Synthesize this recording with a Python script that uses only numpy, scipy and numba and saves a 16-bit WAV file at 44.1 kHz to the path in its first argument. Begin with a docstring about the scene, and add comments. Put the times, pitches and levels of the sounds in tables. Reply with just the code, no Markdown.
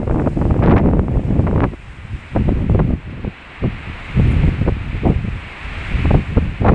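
"""A storm blows through tall pines. From the start, gusts tumble over the microphone's port as a low
rumble, with the crowns roaring and nearby needles hissing behind. Before 1 s the air turns fast and
breaks into a harsh flutter of pops and flaps; more gusts follow between lulls. Twigs tick faintly
near 2.7 s and 4.3 s. The crowns swell to their peak at 6 s, and a last fast gust crackles at the end."""
import sys
import numpy as np
from scipy import signal
from scipy.fft import rfft, irfft, next_fast_len
from scipy.io import wavfile
from scipy.ndimage import uniform_filter1d
from numba import njit

SR = 44100
rng = np.random.default_rng(int(sys.argv[2]) if len(sys.argv) > 2 else 0)


def master(y):
    """Save y as 16-bit WAV."""
    cut = np.clip(np.atleast_2d(y).T, -1, 1)
    pcm = np.round(cut * 32767)  # scale
    wavfile.write(sys.argv[1], SR, pcm.astype(np.int16))


N = 297234
TIME = np.arange(N) / SR


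def from_db(db):
    """Decibels to gain."""
    return 10 ** (np.asarray(db) / 20)


def in_time(points):
    """A level curve read at every sample."""
    return np.interp(TIME, *np.transpose(points))


def bell(t, half_length):
    """A smooth swell of height 1 around time t."""
    return np.exp(-.5 * np.minimum(np.abs(TIME - t) / half_length, 10) ** 2)


def noise(gain_at):
    """Noise of rms 1, coloured by a gain that depends on frequency."""
    size = next_fast_len(N)
    hz = np.arange(size // 2 + 1) * SR / size
    coloured = irfft(rfft(rng.standard_normal(size)) * gain_at(hz), size)[:N]
    return coloured / np.sqrt(np.mean(coloured ** 2) + 1e-20)


def eq_noise(curve):
    """Noise of rms 1 through an EQ curve drawn on a log-frequency axis."""
    curve_hz, level_db = np.transpose(curve)
    return noise(lambda hz: from_db(np.interp(np.log(hz + 1e-9), np.log(curve_hz), level_db)))


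def band_noise(centre_hz, width_hz):
    """Noise of rms 1 in one bell-shaped band."""
    return noise(lambda hz: np.exp(-.5 * ((hz - centre_hz) / width_hz) ** 2))


def drift(rate):
    """A smooth random modulator of rms 1 that changes about rate times a second."""
    return noise(lambda hz: 1 / (1 + (hz / rate) ** 2))


@njit
def swept_low_pass(x, corner_hz, damping):
    """Two-pole state-variable low-pass whose corner moves at every sample."""
    out = np.zeros(len(x))
    band_state = low_state = 0.
    for i in range(len(x)):
        g = np.tan(np.pi * corner_hz[i] / SR)
        band = (band_state + g * (x[i] - low_state)) / (1 + g * (g + damping))
        out[i] = low_state + g * band
        band_state, low_state = 2 * band - band_state, 2 * out[i] - low_state
    return out


# gusts on the microphone; faster air sheds smaller eddies, so its corner is higher:
# t/s, hold/s, pressure level/dB, eddy corner f/Hz
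GUSTS = [(0.0, 0.015, -17, 616), (0.101, 0.18, -18, 483), (0.293, 0.073, -22, 150),
         (0.367, 0.23, -16.5, 390), (0.643, 0.13, -9, 418), (0.813, 0.21, -14, 350),
         (1.073, 0.38, -16.5, 251), (1.318, 0.081, -14.5, 297), (1.467, 0.12, -15, 427),
         (1.595, 0.057, -13.5, 287), (1.8, 0.44, -32.5, 140), (2.11, 0.052, -20, 120),
         (2.367, 0.19, -14, 226), (2.577, 0.13, -16.5, 202), (2.7, 0.13, -10.5, 161),
         (2.848, 0.084, -15.5, 275), (3.057, 0.22, -27.5, 275), (3.643, 0.029, -14.5, 190),
         (3.737, 0.2, -25, 96), (4.0, 0.14, -31, 90), (4.174, 0.36, -12.5, 162), (4.58, 0.15, -18.5, 155),
         (4.74, 0.24, -21, 136), (5.058, 0.033, -10.5, 323), (5.162, 0.2, -22.5, 129),
         (5.33, 0.15, -27, 107), (5.638, 0.37, -23.5, 101), (5.919, 0.17, -16, 132),
         (6.054, 0.14, -13, 141), (6.293, 0.2, -18.5, 159), (6.5, 0.124, -25, 118), (6.671, 0.2, -9, 634)]
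# the hardest buffets within the gusts: t/s, half length/s, pressure boost/dB, corner shift/octaves
BUFFETS = [(0.078, 0.0049, 10, .5), (0.11, 0.0046, 10.5, -0.2), (0.146, 0.012, 7, -0.25),
           (0.197, 0.0051, 3, 0.84), (0.273, 0.0067, 11, 0.48), (0.413, 0.005, 5, 0.05),
           (0.459, 0.0063, 5.5, 0.33), (0.514, 0.0083, 7, 0.48), (0.599, 0.0031, 9, 0.05),
           (0.634, 0.0083, 2.5, 1), (0.686, 0.019, 2.5, 0.5), (0.72, 0.009, -0.5, 1.6),
           (0.783, 0.014, -5.5, 2.5), (0.878, 0.038, 2.5, 0.3), (0.94, 0.0057, 4, -0.1),
           (0.994, 0.0071, 10, -0.34), (1.159, 0.011, 5, 0.9), (1.396, 0.0029, 7, 1),
           (1.475, 0.0045, -1.5, 0.9), (1.562, 0.005, 6.5, 0.26), (1.62, 0.0023, 3, 1.5),
           (1.641, 0.0089, -1.5, 2), (1.738, 0.0082, 4.5, 2.5), (2.054, 0.0062, 13.5, 0),
           (2.364, 0.014, 3, 2), (2.488, 0.004, 6.5, 0.92), (2.516, 0.012, 3, -0.07),
           (2.701, 0.0019, 5.5, 1), (2.759, 0.004, 4.5, 0.3), (2.795, 0.0046, -5, 2.9),
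           (2.818, .006, 2.5, 1.2), (2.907, 0.003, 5.5, 0.4), (2.938, 0.0023, 6, 0.25),
           (3.137, 0.013, -1, 1.1), (3.248, 0.0041, 15, 0), (3.279, 0.0096, 13.5, 0.3),
           (3.644, 0.009, 3, 1.55), (3.748, 0.011, 6.5, 0), (3.887, 0.013, 2.5, 1.5), (4.11, .012, 16, 0),
           (4.199, 0.019, 4, 0.63), (4.399, 0.0039, 7.5, -0.4), (4.44, 0.0059, 5, 0.3),
           (4.485, 0.0056, 9, .6), (4.618, 0.0063, 8.5, 0.8), (4.685, 0.012, 8.5, 2.2),
           (4.892, .008, -1, 0), (4.948, 0.0082, 5, -0.06), (5.104, 0.006, 2.5, 0.6),
           (5.171, 0.01, 17, -0.75), (5.246, 0.0056, 9, 0.06), (5.282, 0.0057, 6.5, 1.3),
           (5.642, 0.0095, 2.5, 0.5), (6.053, 0.0032, 7, 0.4), (6.114, 0.0065, 4, 1.6),
           (6.151, 0.014, 8.5, 1.22), (6.191, 0.0079, 3.5, 0.7), (6.306, .012, -0.5, 0.5),
           (6.377, 0.0086, 14, 1.5), (6.433, 0.012, 10.5, -0.42), (6.616, 0.0068, 14.5, 1),
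           (6.666, 0.016, 0.5, 0.6), (6.686, .004, 0, 2.2)]


def airflow(attack_s=0.023, release_s=0.037, slack_octaves=0.37, fastest_hz=1900):
    """Pressure (dB) and eddy corner (Hz) at the port: gusts rise and die, and buffets ride on them."""
    draught_db, draught_hz = -37, 65   # the air between gusts
    power = np.full(N, from_db(draught_db) ** 2)
    weighted_octaves = power * np.log2(draught_hz)
    for start, hold, gust_db, gust_hz in GUSTS:
        before = np.maximum(start - TIME, 0) / attack_s
        after = np.maximum(TIME - start - hold, 0) / release_s
        envelope = np.exp(-np.minimum(before + after, 20))
        gust_power = (from_db(gust_db) * envelope) ** 2
        power += gust_power
        # the strongest gust sets the eddy size; its corner sinks as it dies
        weighted_octaves += gust_power * (np.log2(gust_hz) - slack_octaves * (1 - envelope))
    flurry = drift(29)   # countless lesser buffets
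    pressure_db = 10 * np.log10(power) + 0.48 * flurry
    octaves = weighted_octaves / power + 0.18 * flurry
    for t, half_length, boost_db, shift_octaves in BUFFETS:
        swell = bell(t, half_length)
        pressure_db += boost_db * swell
        octaves += shift_octaves * swell
    corner_hz = 2 ** octaves
    return pressure_db, corner_hz / (1 + (corner_hz / fastest_hz) ** 4) ** .25   # soft ceiling


# EQ of the turbulence at the port in very fast air: f/Hz, relative level/dB
TURBULENCE_EQ = [(12, -29), (23, -8), (40, -1), (75, 1), (140, -2), (224, -4.5), (343, -7), (750, -11),
                 (1530, -17.5), (2500, -17.5), (3200, -43), (4200, -38.5), (7000, -40), (11000, -64.5)]


def port_rumble(pressure_db, corner_hz, flutter_db=2.0, trim_db=1.19):
    """Turbulence on the microphone: pressure rides the level while eddy size sweeps a low-pass."""
    # small eddies pass in brief clumps, so fast air crackles
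    raggedness = .75 * corner_hz / (corner_hz + 200)
    clumps = np.minimum(drift(260), 2.3)
    ragged_hz = np.clip(corner_hz * 2 ** (raggedness * (clumps - .5)), 20, SR / 8)
    eddies = eq_noise(TURBULENCE_EQ)
    eddies /= np.sqrt(uniform_filter1d(eddies ** 2, size=800))   # levelled, so the flow sets the dynamics
    rumble = swept_low_pass(eddies, ragged_hz, damping=1.267)
    return rumble * from_db(pressure_db + trim_db + flutter_db * drift(50))


# swell of the crowns: t/s, level/dB
CROWN_SWELL = [(0.0, -48), (0.55, -44), (1.0, -47.5), (1.3, -44), (1.75, -45), (2.4, -38.5), (2.95, -43.5),
               (3.55, -37), (3.9, -34), (4.4, -32), (4.75, -36.5), (5.0, -35), (5.25, -37.5), (5.7, -31),
               (6.0, -29), (6.12, -30.5), (6.25, -35), (6.5, -36.5), (6.74, -36.5)]
# EQ of their roar: f/Hz, relative level/dB
ROAR_EQ = [(25, 0), (230, 2), (500, -4), (1080, -1.5), (1530, -1.5), (2000, 0), (2600, -0.5), (3100, -8),
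           (4150, -17.5), (5500, -33.5), (8000, -48.5), (12000, -66)]


def crowns(sway_db=0.46, usual_db=-37, rush_db=-47, rush_growth=1.35):
    """Countless far needles merge into a roar; each band sways as different trees take the gust."""
    level_db = in_time(CROWN_SWELL)
    swell_db = level_db - usual_db
    # the low roar of boughs swells less than the needles, so gusts sound brighter
    low_db = -0.23 * swell_db
    remaining = eq_noise(ROAR_EQ)
    swaying = np.zeros(N)
    for edge_hz in np.geomspace(400, 4000, num=6):
        band = signal.sosfiltfilt(signal.butter(2, edge_hz, fs=SR, output="sos"), remaining)
        swaying += band * from_db(sway_db * drift(3) + low_db / (1 + (edge_hz / 1800) ** 4))
        remaining -= band
    # a narrow rush through the needles stands out at the height of a gust
    rush = band_noise(centre_hz=2200, width_hz=370) * from_db(rush_db + rush_growth * swell_db)
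    return (swaying + remaining) * from_db(level_db) + rush


# swell of the nearby needles: t/s, level/dB before trim
NEEDLE_SWELL = [(0.0, -65.5), (0.41, -62.5), (0.84, -68.5), (1.1, -67.5), (1.32, -65.5), (1.73, -67),
                (2.31, -64), (2.97, -71), (3.38, -70.5), (3.88, -66), (4.03, -63), (4.29, -61),
                (4.79, -66.5), (5.45, -64.5), (5.91, -58.5), (6.32, -64), (6.7, -67)]
# EQ of their hiss: f/Hz, relative level/dB
HISS_EQ = [(2500, -8.5), (5000, -2), (6200, -5.5), (7600, -1.5), (8900, -5), (9800, -12.5), (10700, -21.5),
           (11800, -31), (15000, -38.5)]


def needles(shiver_db=0.95, trim_db=4.5):
    """Wind in the needles of nearer branches adds a thin, shivering hiss."""
    return eq_noise(HISS_EQ) * from_db(in_time(NEEDLE_SWELL) + trim_db + shiver_db * drift(30))


# large eddies snapping off the port: t/s, level/dB before the port's roll-off, edge f/Hz (high is crisp)
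SNAPS = [(0.076, -12, 1200), (0.0973, -8, 1150), (0.1448, -16, 1300), (0.16, -10, 1200),
         (0.1965, -11, 1300), (0.280, -12, 890), (0.3723, -13, 750), (0.415, -6, 950), (0.4212, -9.5, 1100),
         (0.4535, -6, 850), (0.543, -10.5, 1100), (0.592, -15, 900), (0.6224, -14, 1400),
         (0.627, -10, 1800), (0.631, -8, 2000), (0.6336, -11, 3200), (0.6388, -9, 2800), (0.6464, -8, 2100),
         (0.6526, -10, 1900), (0.6614, -7, 3200), (0.6716, -10, 2700), (0.678, -8, 2000),
         (0.6832, -3, 1800), (0.6922, -6, 1400), (0.696, -13, 2600), (0.6986, -7, 2200), (0.7085, -7, 2300),
         (0.712, -5, 1700), (0.7137, -10, 2700), (0.719, -12, 3500), (0.7254, -8, 1600), (0.7386, -5, 1500),
         (0.7654, -13, 3300), (0.7687, -10, 2400), (0.7763, -15, 2500), (0.7835, -17, 2800),
         (0.7858, -11, 3200), (0.7948, -10, 2100), (0.8606, -7, 1300), (0.888, -11, 1110),
         (0.9347, -5.5, 1050), (0.994, -3, 1400), (1.0825, -11, 1100), (1.172, -13, 1000), (1.394, -9, 900),
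         (1.4685, -8, 1250), (1.473, -14, 1500), (1.48, -15, 1200), (1.5123, -12, 1500), (1.539, -15, 1100),
         (1.5787, -11, 1400), (1.582, -14, 1300), (1.594, -12, 1000), (1.6051, -4, 2100), (1.622, -9, 1600),
         (1.634, -7, 1400), (1.6382, -3.5, 2000), (1.6412, -6, 2300), (1.6486, -8.5, 1300),
         (1.654, -13, 1200), (2.351, -18, 1000), (2.36, -14, 1100), (2.3632, -7, 1390), (2.4905, -9, 850),
         (2.6976, -9, 800), (2.7474, -2, 1000), (2.792, -7, 1500), (2.794, -8, 2100), (2.7976, -8, 1700),
         (2.8025, -6, 1200), (3.2475, -14, 750), (4.1975, -9, 1000), (4.677, -7, 950), (4.6858, -5, 1150),
         (5.0547, -11, 1000), (6.0564, -8, 1300), (6.1077, -6, 1000), (6.1452, -13, 900), (6.372, -6, 1400),
         (6.3783, -7, 900), (6.646, -10, 1400), (6.6506, -5, 1100), (6.6625, -6, 1400), (6.667, -6, 2000),
         (6.6815, -7, 1600), (6.6857, -2.5, 1900), (6.6877, -6, 2400)]


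def pops(pressure_db, corner_hz, fast_air_hz=1087, full_rate_per_s=140, tear_db=-11, tear_s=0.0014):
    """Eddies break off as sudden pressure drops: big snaps, and a crackle that thickens in fast air."""
    speed = np.minimum(corner_hz / fast_air_hz, 1)
    breaks_off = rng.random(N) < full_rate_per_s * speed ** 2.4 / SR
    crackle_db = pressure_db - 9.5 + 4.5 * rng.uniform(-1.4, 1, N)
    crackle_hz = 2000 * np.sqrt(speed)
    crackle = [(i / SR, crackle_db[i], crackle_hz[i]) for i in np.flatnonzero(breaks_off)]
    # the pressure falls at once and leaks back through the port
    leak = signal.butter(1, [150, 900], "band", fs=SR, output="sos")
    drop = signal.sosfilt(leak, signal.unit_impulse(SR // 20))
    flutter = signal.sosfilt(signal.butter(1, 900, "high", fs=SR, output="sos"), rng.standard_normal(N))
    out = np.zeros(N)
    for t, level_db, edge_hz in SNAPS + crackle:
        start = round(t * SR)
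        length = min(len(drop), N - start)
        span = slice(start, start + length)
        edge = signal.butter(3, np.clip(edge_hz, 500, 3500), fs=SR, output="sos")
        thump = drop[:length] / signal.sosfilt(edge, drop).max()
        # each pop tears off a brief flutter
        tear = from_db(tear_db) * flutter[span] * np.exp(-TIME[:length] / tear_s)
        out[span] += from_db(level_db) * signal.sosfilt(edge, tear - thump)
    # the port dulls the highs gently, then rolls off steeply
    dulled = signal.sosfilt(signal.butter(1, 3600, fs=SR, output="sos"), out)
    return signal.sosfilt(signal.butter(4, 9000, fs=SR, output="sos"), dulled)


# bursts of flapping in the faster jets: t/s, half length/s, level/dB, central flapping f/Hz
FLAPS = [(0.599, 0.0055, -6.5, 100), (0.871, 0.017, -12, 215), (1.643, 0.0073, -10, 110),
         (2.717, .008, -8.5, 90), (2.754, 0.0035, -13, 381), (4.272, 0.028, -14.5, 120),
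         (4.443, .012, -10, 130), (4.683, 0.0065, -16, 560), (5.068, .014, -17.5, 400),
         (5.099, 0.0042, -7, 150), (5.951, 0.0078, -12, 70), (6.113, 0.0023, -11, 480),
         (6.653, .005, -12, 700), (6.672, 0.0043, -22, 750), (6.688, 0.006, -16, 900),
         (6.698, 0.0069, -12, 600)]


def flaps(wander_octaves=.55, wander_per_s=350, flutter_db=2.5):
    """A jet flaps across the port with no steady pitch: a hollow throb when slow, a blurt when fast."""
    octaves = wander_octaves * np.clip(drift(wander_per_s), -2, 2)
    cycles_per_hz = np.cumsum(2 ** octaves) / SR
    out = np.zeros(N)
    for t, half_length, level_db, rate_hz in FLAPS:
        throb = np.sqrt(2) * np.sin(2 * np.pi * rate_hz * cycles_per_hz)
        out += from_db(level_db) * bell(t, half_length) * throb
    return out * from_db(flutter_db * drift(wander_per_s / 2))


# twig ticks: t/s, level/dB, centre f/Hz, half length/s
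TWIG_TICKS = [(2.705, -62, 9200, .002), (4.275, -59, 8800, .003), (4.31, -49, 9300, 0.0011),
              (4.321, -52, 9450, 0.0034), (4.325, -59, 7150, 0.013), (4.349, -56, 8750, 0.0018)]


def twigs():
    """Twigs brush each other: each touch is a high rustle that swells and dies within milliseconds."""
    out = np.zeros(N)
    for t, level_db, centre_hz, half_length in TWIG_TICKS:
        out += from_db(level_db) * bell(t, half_length) * band_noise(centre_hz, width_hz=750)
    return out


def scene():
    """The forest bed and the wind on the microphone, mixed in mono."""
    pressure_db, corner_hz = airflow()
    forest = crowns() + needles() + twigs()
    microphone_wind = port_rumble(pressure_db, corner_hz) + pops(pressure_db, corner_hz) + flaps()
    return (forest + microphone_wind)[None, :]


def record(dry, ceiling=0.96, cutoff_hz=15700):
    """Soft clipping rounds the strongest low swings, and a steep low-pass cuts the very top."""
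    lows = signal.sosfiltfilt(signal.butter(2, 2200, fs=SR, output="sos"), dry)
    rounded = dry - lows + ceiling * np.tanh(lows / ceiling)
    return signal.sosfilt(signal.cheby2(12, 70, cutoff_hz, fs=SR, output="sos"), rounded)


dry = scene()
out = record(dry)
master(out)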